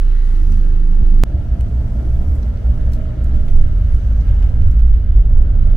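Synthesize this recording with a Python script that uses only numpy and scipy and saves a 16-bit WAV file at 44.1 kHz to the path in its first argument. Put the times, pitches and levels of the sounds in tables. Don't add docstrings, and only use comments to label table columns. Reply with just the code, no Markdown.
import sys
import numpy as np
from scipy import signal
from scipy.io import wavfile
from scipy.ndimage import uniform_filter1d

SR = 44100
rng = np.random.default_rng(int(sys.argv[2]) if len(sys.argv) > 2 else 0)


def makeup_ratio(level_db):
    decades = np.asarray(level_db, float) / 20
    return 10 ** decades


def digitize_waveform(pressure):
    field = np.atleast_2d(pressure).T
    bounded = np.clip(field, -1, 1)
    quanta = np.round(bounded * 32767).astype(np.int16)
    wavfile.write(sys.argv[1], SR, quanta)


N = 254412
T = np.arange(N) / SR
CUT_S = 1.23665


def evened(x):
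    return x / np.sqrt(np.mean(x ** 2) + 1e-20)


def read(points, hz):
    f, value = np.transpose(points)
    return np.interp(np.log(hz + 1), np.log(f + 1), value)


def curves(rows):
    s, *columns = np.transpose(rows)
    return [np.interp(T, s, column) for column in columns]


# pitch in Hz, left minus right in dB.
LEAN = [(20, -3.5), (30, -3.5), (45, -1.5), (70, -0.5), (200, 0.), (700, 2.), (1300, 0.5), (2400, -1.2),
        (15000, 0.5)]


def sides(x, hz):
    return x * makeup_ratio(read(LEAN, hz) * np.array([[.5], [-.5]]))


# pitch in Hz, likeness from 0 to 1.
LIKENESS = [(20, .995), (60, .99), (130, .97), (290, .86), (640, .15), (1400, .35), (3100, .2), (6800, 0),
            (15000, .05)]


def noise(shape, size, patchy_db, flicker_db):
    frames = 4 * N // size + 5
    hz = np.fft.rfftfreq(size, 1 / SR)
    a, b, c, d, patches = rng.standard_normal((frames, len(hz), 5)).T
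    patches = uniform_filter1d(patches, size=8, axis=0)
    patches = evened(uniform_filter1d(patches, size=8, axis=1))
    flicker = evened(uniform_filter1d(rng.standard_normal(frames), size=4))
    left, other = a + 1j * b, c + 1j * d
    same = np.clip(read(LIKENESS, hz), -1, 1)[:, None]
    right = same * left + np.sqrt(1 - same ** 2) * other
    spectrum = np.array([left, right])
    spectrum *= makeup_ratio(read(shape, hz)[:, None] + patchy_db * patches + flicker_db * flicker)
    spectrum *= makeup_ratio(read(LEAN, hz)[:, None] * np.array([.5, -.5])[:, None, None])
    sound = signal.istft(spectrum, nperseg=size, noverlap=3 * size // 4)[1]
    return evened(sound[:, :N])


def fuzzy(hz, width, steady):
    r = np.exp(-np.pi * width / SR)
    drift = rng.standard_normal(N) + 1j * rng.standard_normal(N)
    for _ in range(2):
        drift = signal.lfilter([1 - r], [1, -r], drift)
    drift = drift / abs(drift) ** np.clip(steady, 0, 1)
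    turns = np.cumsum(hz * np.ones(N)) / SR
    return evened((drift * np.exp(2j * np.pi * turns)).real)


def shaken(hz, width, db):
    together = sides(fuzzy(hz, width, steady=.2), np.mean(hz))
    apart = 0.11 * fuzzy(hz, width, steady=0) * np.array([[1], [-1]])
    return makeup_ratio(db) * (together + apart)


# time in seconds, firing rate in Hz, boom level in dB.
IDLE = [(0.1, 28.88, -10), (0.3, 28.33, -11), (0.5, 28.02, -9.5), (0.8, 26.55, -10), (0.95, 25.94, -8.5),
        (1.17, 26.19, -6.5)]
IDLE_UPPER_DB = [-15.5, -28, -37]
IDLE_LAG_TURNS = [.08, -.16, -.08, .2]


def idle_engine():
    hz, boom_db = curves(IDLE)
    turns = np.cumsum(hz) / SR
    turns = turns - turns[round(CUT_S * SR)]
    out = np.zeros((2, N))
    for k, db, lag in zip((1, 2, 3, 4), [0] + IDLE_UPPER_DB, IDLE_LAG_TURNS):
        wave = np.cos(2 * np.pi * (k * turns - lag))
        out += sides(np.sqrt(2) * makeup_ratio(boom_db + db) * wave, k * hz.mean())
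    return out


def creeping_body():
    floor = shaken(49.0, width=3.9, db=-36)
    side_panels = shaken(77., width=44.0, db=-35)
    return floor + side_panels


# time in seconds, roar in dB, tyre rush in dB, fan hiss in dB.
CABIN = [
    [(0.1, -39.5, -47.5, -50.5), (0.6, -32.5, -45, -51.5), (0.85, -34.5, -44, -53.5),
     (1.1, -33.5, -44.5, -52.5)],
    [(1.35, -31, -44.5, -53), (2.1, -30, -42.5, -53), (2.6, -34.5, -42.5, -52.5),
     (3.2, -30.5, -43.5, -51.5), (3.95, -35, -47, -52), (4.4, -32.5, -42, -51), (4.85, -34, -49.5, -54),
     (5.3, -33.5, -45.5, -54.5), (5.7, -31, -43.5, -52.5)],
]
# pitch in Hz, relative level in dB per Hz.
ROAR = [
    [(56, -29), (95, -7.5), (102, -16), (124, -2.5), (173, -1.5), (199, -2.5), (221, -9.5), (286, -10.5),
     (323, -13), (420, -33), (550, -57), (920, -120)],
    [(53, -48.5), (90, -17.5), (119, -4), (140, -18), (199, -16.5), (226, -15.5), (252, -24), (298, -21),
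     (344, -26.5), (420, -30), (550, -65), (920, -120)],
]
RUSH = [
    [(240, -15), (400, 0), (455, -19.5), (479, -6), (572, -8), (686, -18.5), (844, -11.5), (1150, -28),
     (1500, -55), (2530, -120)],
    [(240, -39), (400, -5.5), (461, 1), (499, -8), (575, 1.5), (640, -3.5), (720, -7.5), (874, -12),
     (1150, -20.5), (1500, -52), (2530, -120)],
]
HISS = [
    [(620, -35), (1050, -9), (1230, 0), (1400, -4.5), (1510, -1), (1970, -6.5), (2320, -12), (2730, -8),
     (3510, -13.5), (4200, -13), (4800, -16), (6240, -40.5), (10600, -120)],
    [(620, -37), (1050, -10), (1160, -13.5), (1250, 4.5), (1400, -2.5), (1490, -2), (1620, -1.5),
     (1900, -6.5), (2100, -6.5), (2510, -11.5), (2920, -10), (4800, -19), (6240, -50), (10600, -120)],
]


def cabin(rows, roar, rush, hiss):
    roar_db, rush_db, hiss_db = curves(rows)
    out = makeup_ratio(roar_db) * noise(roar, size=2048, patchy_db=1.5, flicker_db=1.)
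    out += makeup_ratio(rush_db) * noise(rush, size=1024, patchy_db=1.5, flicker_db=.8)
    return out + makeup_ratio(hiss_db) * noise(hiss, size=512, patchy_db=1., flicker_db=.9)


# time in seconds, level in dB.
RUSTLING = [(0.1, -64), (0.3, -60.5), (0.52, -58.5), (0.75, -65), (1.1, -66), (1.5, -65), (2.0, -62.5),
            (2.35, -62), (2.55, -64.5), (2.8, -63), (3.15, -66), (3.55, -62), (3.75, -65.5), (3.95, -62),
            (4.15, -65), (4.35, -63.5), (4.55, -65), (4.68, -67.5), (4.88, -70.5), (4.97, -70),
            (5.55, -69.5)]
# pitch in Hz, relative level in dB per Hz.
RUSTLE = [(3500, -23.5), (4600, -2.5), (5200, -2), (6100, -0.5), (6800, -5.5), (7700, -5), (8400, -6.5),
          (9500, -8.5), (11000, -24.5)]
AIR = [(8000, -28.5), (9700, 1.5), (11000, 1.5), (13000, 0), (15600, -2), (17000, -9.5)]


def rustle():
    rustle_db, = curves(RUSTLING)
    air_db = -71 + 1.5 * (rustle_db + 65)
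    grain = makeup_ratio(rustle_db) * noise(RUSTLE, size=256, patchy_db=1., flicker_db=1.)
    return grain + makeup_ratio(air_db) * noise(AIR, size=256, patchy_db=1., flicker_db=1.2)


# start in seconds, end in seconds, pitch in Hz, drift width in Hz, level in dB.
TONES = [(.3, .88, 318, 2.5, -45.5), (1.0, 1.24, 322, 4., -45.), (.55, .75, 184, 3., -38.),
         (.75, .97, 171, 3., -38.), (.45, .7, 150, 3., -41.), (1.05, 1.24, 99, 3., -31.),
         (0, 1.24, 2783, 6., -74.), (0, 1.24, 1916, 8., -70.), (1.24, 1.4, 586, 14., -45.),
         (2.35, 2.9, 598, 12., -54.), (2.4, 3.4, 2950, 4., -75.), (1.24, 4., 1386, 20., -66.),
         (2.3, 3.6, 228, 6., -41.), (4., 4.7, 1600, 40., -63.), (3.3, 5.8, 2960, 300., -72.),
         (5.05, 5.2, 3490, 120., -71.), (5.3, 5.8, 1450, 350., -61.), (0, .4, 4000, 600., -67.),
         (2.06, 2.38, 14600, 2000., -73.), (2.26, 2.39, 9200, 900., -73.), (.1, .45, 1950, 300., -60.),
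         (3.96, 4.22, 6100, 400., -70.)]


def tones():
    out = np.zeros((2, N))
    for start, end, hz, width, db in TONES:
        on = np.clip(np.minimum(T - start, end - T) / 0.037, 0, 1)
        shared = fuzzy(hz, width, .9 if width < 10 else .3)
        apart = .6 * np.array([[1], [-1]]) * fuzzy(hz, width, .6)
        out += makeup_ratio(db) * on * (shared + apart)
    return out


# time of the top in seconds, pitch in Hz, level at the top in dB,
# time to either side in seconds at which it is 35.7 dB down.
BOOMS = [(0.52, 77, -20, 0.28), (0.782, 107, -27.5, 0.24), (1.03, 187, -32, 0.13),
         (1.347, 62, -16.5, 0.063), (1.532, 55, -12.5, 0.038), (1.818, 71, -21, 0.11),
         (2.463, 56.5, -12.5, 0.15), (1.64, 57, -13, 0.11), (2.129, 60, -10.5, 0.11),
         (2.209, 16.8, -18, 0.29), (2.297, 73, -16, 0.21), (2.698, 60.5, -13, 0.14), (2.856, 21, -20, 0.47),
         (2.918, 63.5, -13.5, 0.12), (3.299, 59.6, -15.5, 0.14), (3.363, 18.7, -10.5, .2),
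         (3.597, 18.1, -5.5, 0.19), (3.761, 42, -12, 0.052), (3.808, 87, -21, 0.13), (4.32, 94, -22, 0.11),
         (3.923, 25.5, -12.5, 0.14), (4.051, 59.6, -16.5, 0.16), (4.452, 44.8, -15, 0.13),
         (4.636, 16, -9.5, 0.2), (4.658, 88, -15, 0.12), (4.82, 52.5, -11, 0.28),
         (4.892, 15.3, -10.5, 0.17), (5.558, 29.4, -12, 0.092), (1.674, 30, -20.5, 0.071),
         (5.161, 44, -8, 0.11), (5.149, 26.6, -14.5, .15), (5.391, 22.3, -9, .15), (5.689, 24.6, -9, 0.22)]


def booms():
    out = np.zeros((2, N))
    for (s, hz, db, length), turn in zip(BOOMS, rng.random(len(BOOMS))):
        swell = makeup_ratio(db - 35.7 * ((T - s) / length) ** 2)
        out += sides(np.sqrt(2) * swell * np.sin(2 * np.pi * (hz * (T - s) + turn)), hz)
    return out


def rung(x, hz, width):
    b, a = signal.iirpeak(hz, hz / width, SR)
    return signal.lfilter(b, a, signal.lfilter(b, a, x))


# start in seconds, bright part in dB, middle part in dB, dull part in dB,
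# left minus right in dB, share of chatter after the snap.
TICKS = [(0.52, -48, -44, -41, -3, 0.53), (1.6078, -37, -43, -33.5, 3, .06), (2.352, -52, -69, -57, -4, 1),
         (2.4289, -52, -43.5, -45, -2, 0.34), (2.4775, -58, -62, -44, -2, 0.22),
         (2.5717, -61, -48, -42, -1, .2), (2.919, -46, -52, -47, -1, 0.85),
         (2.9333, -38.5, -39.5, -40, -1, 0.46), (3.2415, -43.5, -50, -58, -1.5, 0.48),
         (3.4812, -51, -56, -39, 4, 0.72), (3.9466, -38.5, -44, -44, -1, 0.22),
         (4.209, -66, -44, -56, 3, 0.22), (4.2754, -60, -55, -41, 3.5, 0.9),
         (4.288, -65, -59, -44, -1, 0.84), (4.4245, -52, -51, -39.5, 1.5, 0.9),
         (4.438, -66.5, -58, -47, 2, 0.74), (4.5, -67.5, -54, -64, 0, .2), (4.361, -64, -67, -50, 3, 0.57),
         (4.6163, -66, -59.5, -42, 5, .7), (4.7124, -44, -48, -61, -0.5, .25),
         (4.7925, -50.5, -52, -43.5, -1, 0.54), (4.9307, -59, -60, -42, -0.5, 0.84),
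         (4.941, -69, -60, -47, 4, 0.71)]
# pitch in Hz, resonance width in Hz, relative level in dB.
TRIM = [
    [(7500, 350, -5), (9250, 650, -3), (6740, 590, -3.5), (11400, 4000, -1.5), (14200, 5500, -1.5)],
    [(4050, 630, 3.5), (4700, 550, 2.5), (5300, 700, -2), (5620, 1000, 2.5)],
    [(560, 270, -1.5), (870, 360, 0), (1310, 370, 0), (2100, 680, 1), (2460, 430, -3), (2900, 490, -1.5),
     (3520, 440, -3.5)],
]


def ticks():
    snap_t60_s, chatter_t60_s = .01, .14
    size = 5000
    out, t = np.zeros((2, N + size)), np.arange(size) / SR
    for s, *levels, pan_db, chatter in TICKS:
        ragged = evened(uniform_filter1d(rng.exponential(size=size) ** 2, size=60))
        snap = makeup_ratio(-60 * t / snap_t60_s)
        tail = chatter * ragged * makeup_ratio(-4 - 60 * t / chatter_t60_s)
        onset = 1 - np.exp(-t / .0002)
        blow = rng.standard_normal((2, size)) * onset * (snap + tail)
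        ring = np.zeros((2, size))
        for part, part_db in zip(TRIM, levels):
            for hz, width, db in part:
                ring += makeup_ratio(part_db + db) * np.sqrt(7000 / width) * rung(blow, hz, width)
        out[:, round(s * SR):][:, :size] += makeup_ratio(pan_db * np.array([[.5], [-.5]])) * ring
    return out[:, :N]


# start in seconds, peak level in dB, length in seconds.
THUDS = [(1.019, -3, 0.012), (2.07, -34, 0.013), (4.019, -22, 0.014)]


def thuds():
    out = np.zeros(N)
    for s, db, length in THUDS:
        u = np.clip((T - s) / length, 0, None)
        out += makeup_ratio(db) * np.sin(np.pi * np.minimum(u, 1) ** 1.14)
    return sides(out, 80)


# time in seconds, firing rate in Hz, load on the first multiple in dB.
ROLL = [(1.24, 58.01, -2.5), (2.1, 58.57, -1.5), (2.9, 56.77, -0.5), (3.4, 55.32, -6.5), (4.1, 53.02, 5.5),
        (5., 52.68, 3.5), (5.77, 54.06, 2)]
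# multiple, level in dB before load or cabin is added.
ROLL_ORDERS = [(1, -22), (2, -30), (3, -40.5), (4, -45.5), (5, -49.5)]
# time in seconds, change in dB.
UPPER = [(1.3, -3.5), (1.45, 1), (1.85, -0.5), (2.05, -1), (2.3, 0), (2.55, -1.5), (2.8, 1), (3.1, 0.5),
         (3.45, -4), (3.95, 1.5), (4.3, 1), (4.6, 5.5), (4.8, 1), (5.15, -4.5), (5.3, 3.5), (5.45, -3.5),
         (5.64, 4.5), (5.77, 3.5)]
# time in seconds, pitch in Hz, level in dB.
WHINE = [(1.24, 672, -54), (1.55, 672, -46), (1.72, 680, -48), (1.97, 656.6, -47), (2.15, 672, -45),
         (2.3, 668.4, -52.5), (2.4, 672.2, -60), (2.94, 632, -64), (3.0, 632, -41), (3.15, 632, -46.5),
         (3.3, 628, -47), (3.45, 615, -48), (3.65, 612, -49.5), (3.88, 600, -51.5), (4., 620, -60),
         (4.4, 626.6, -62.5), (5.77, 612, -51)]


def rolling_engine():
    hz, load_db = curves(ROLL)
    upper_db, = curves(UPPER)
    hum = np.zeros((2, N))
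    for k, db in ROLL_ORDERS:
        swing_db, steady = (load_db, .7) if k == 1 else (upper_db, .9)
        hum += sides(makeup_ratio(db + swing_db) * fuzzy(k * hz, 2.5, steady), k * hz.mean())
    whine_hz, whine_db = curves(WHINE)
    rough = makeup_ratio(-9) * np.array([fuzzy(whine_hz, 45., 0), fuzzy(whine_hz, 49.0, 0)])
    clear = np.array([[1], [.3]]) * fuzzy(whine_hz, 2.5, .95)
    return hum + makeup_ratio(whine_db) * (clear + rough)


# time in seconds, roughness in dB.
ROAD = [(1.3, 0), (1.6, 0), (3.0, -0.5), (3.17, -3.5), (3.3, 3.5), (4.2, 5.5), (4.8, 7), (5.77, 6)]
# pitch in Hz, drift width in Hz, relative level in dB.
DRUM = [(62.6, 11.6, -4), (71.44, 9., -9), (80.3, 12, -10.5), (96, 10, -15)]


def road():
    rough_db, = curves(ROAD)
    heave = shaken(23, width=10.1, db=-24 + 0.74 * rough_db)
    floor = shaken(43., width=15.5, db=-24 + 1.2 * rough_db)
    drum = sum(shaken(hz, width, -20.5 + 0.52 * rough_db + db) for hz, width, db in DRUM)
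    return heave + floor + drum


def band_limit(x, edge_hz):
    taps = signal.firwin(511, edge_hz, window=("kaiser", 9), fs=SR)
    return signal.oaconvolve(x, taps[None], "same")


def scene():
    edge_hz, fade_s = 15780, .03
    both = tones() + ticks() + thuds() + booms() + rustle()
    idle = idle_engine() + creeping_body() + cabin(CABIN[0], ROAR[0], RUSH[0], HISS[0])
    rolling = rolling_engine() + road() + cabin(CABIN[1], ROAR[1], RUSH[1], HISS[1])
    fade = np.clip(np.minimum(T - CUT_S, 2 * (T[-1] - T)) / fade_s, 0, 1)
    fade = np.sin(np.pi / 2 * fade)
    return band_limit(idle + both, edge_hz) * (T < CUT_S) + band_limit(rolling + both, edge_hz) * fade


def roll_off(x):
    return signal.sosfilt(signal.butter(12, 16530, fs=SR, output="sos"), x)


def record(dry):
    knee = .86
    over = np.maximum(abs(dry) - knee, 0)
    bent = np.sign(dry) * (1 - knee) * np.tanh(over / (1 - knee))
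    rounded = np.clip(dry, -knee, knee) + bent
    mix = band_limit(rounded, edge_hz=16400)
    return roll_off(mix)


dry = scene()
out = record(dry)
digitize_waveform(out)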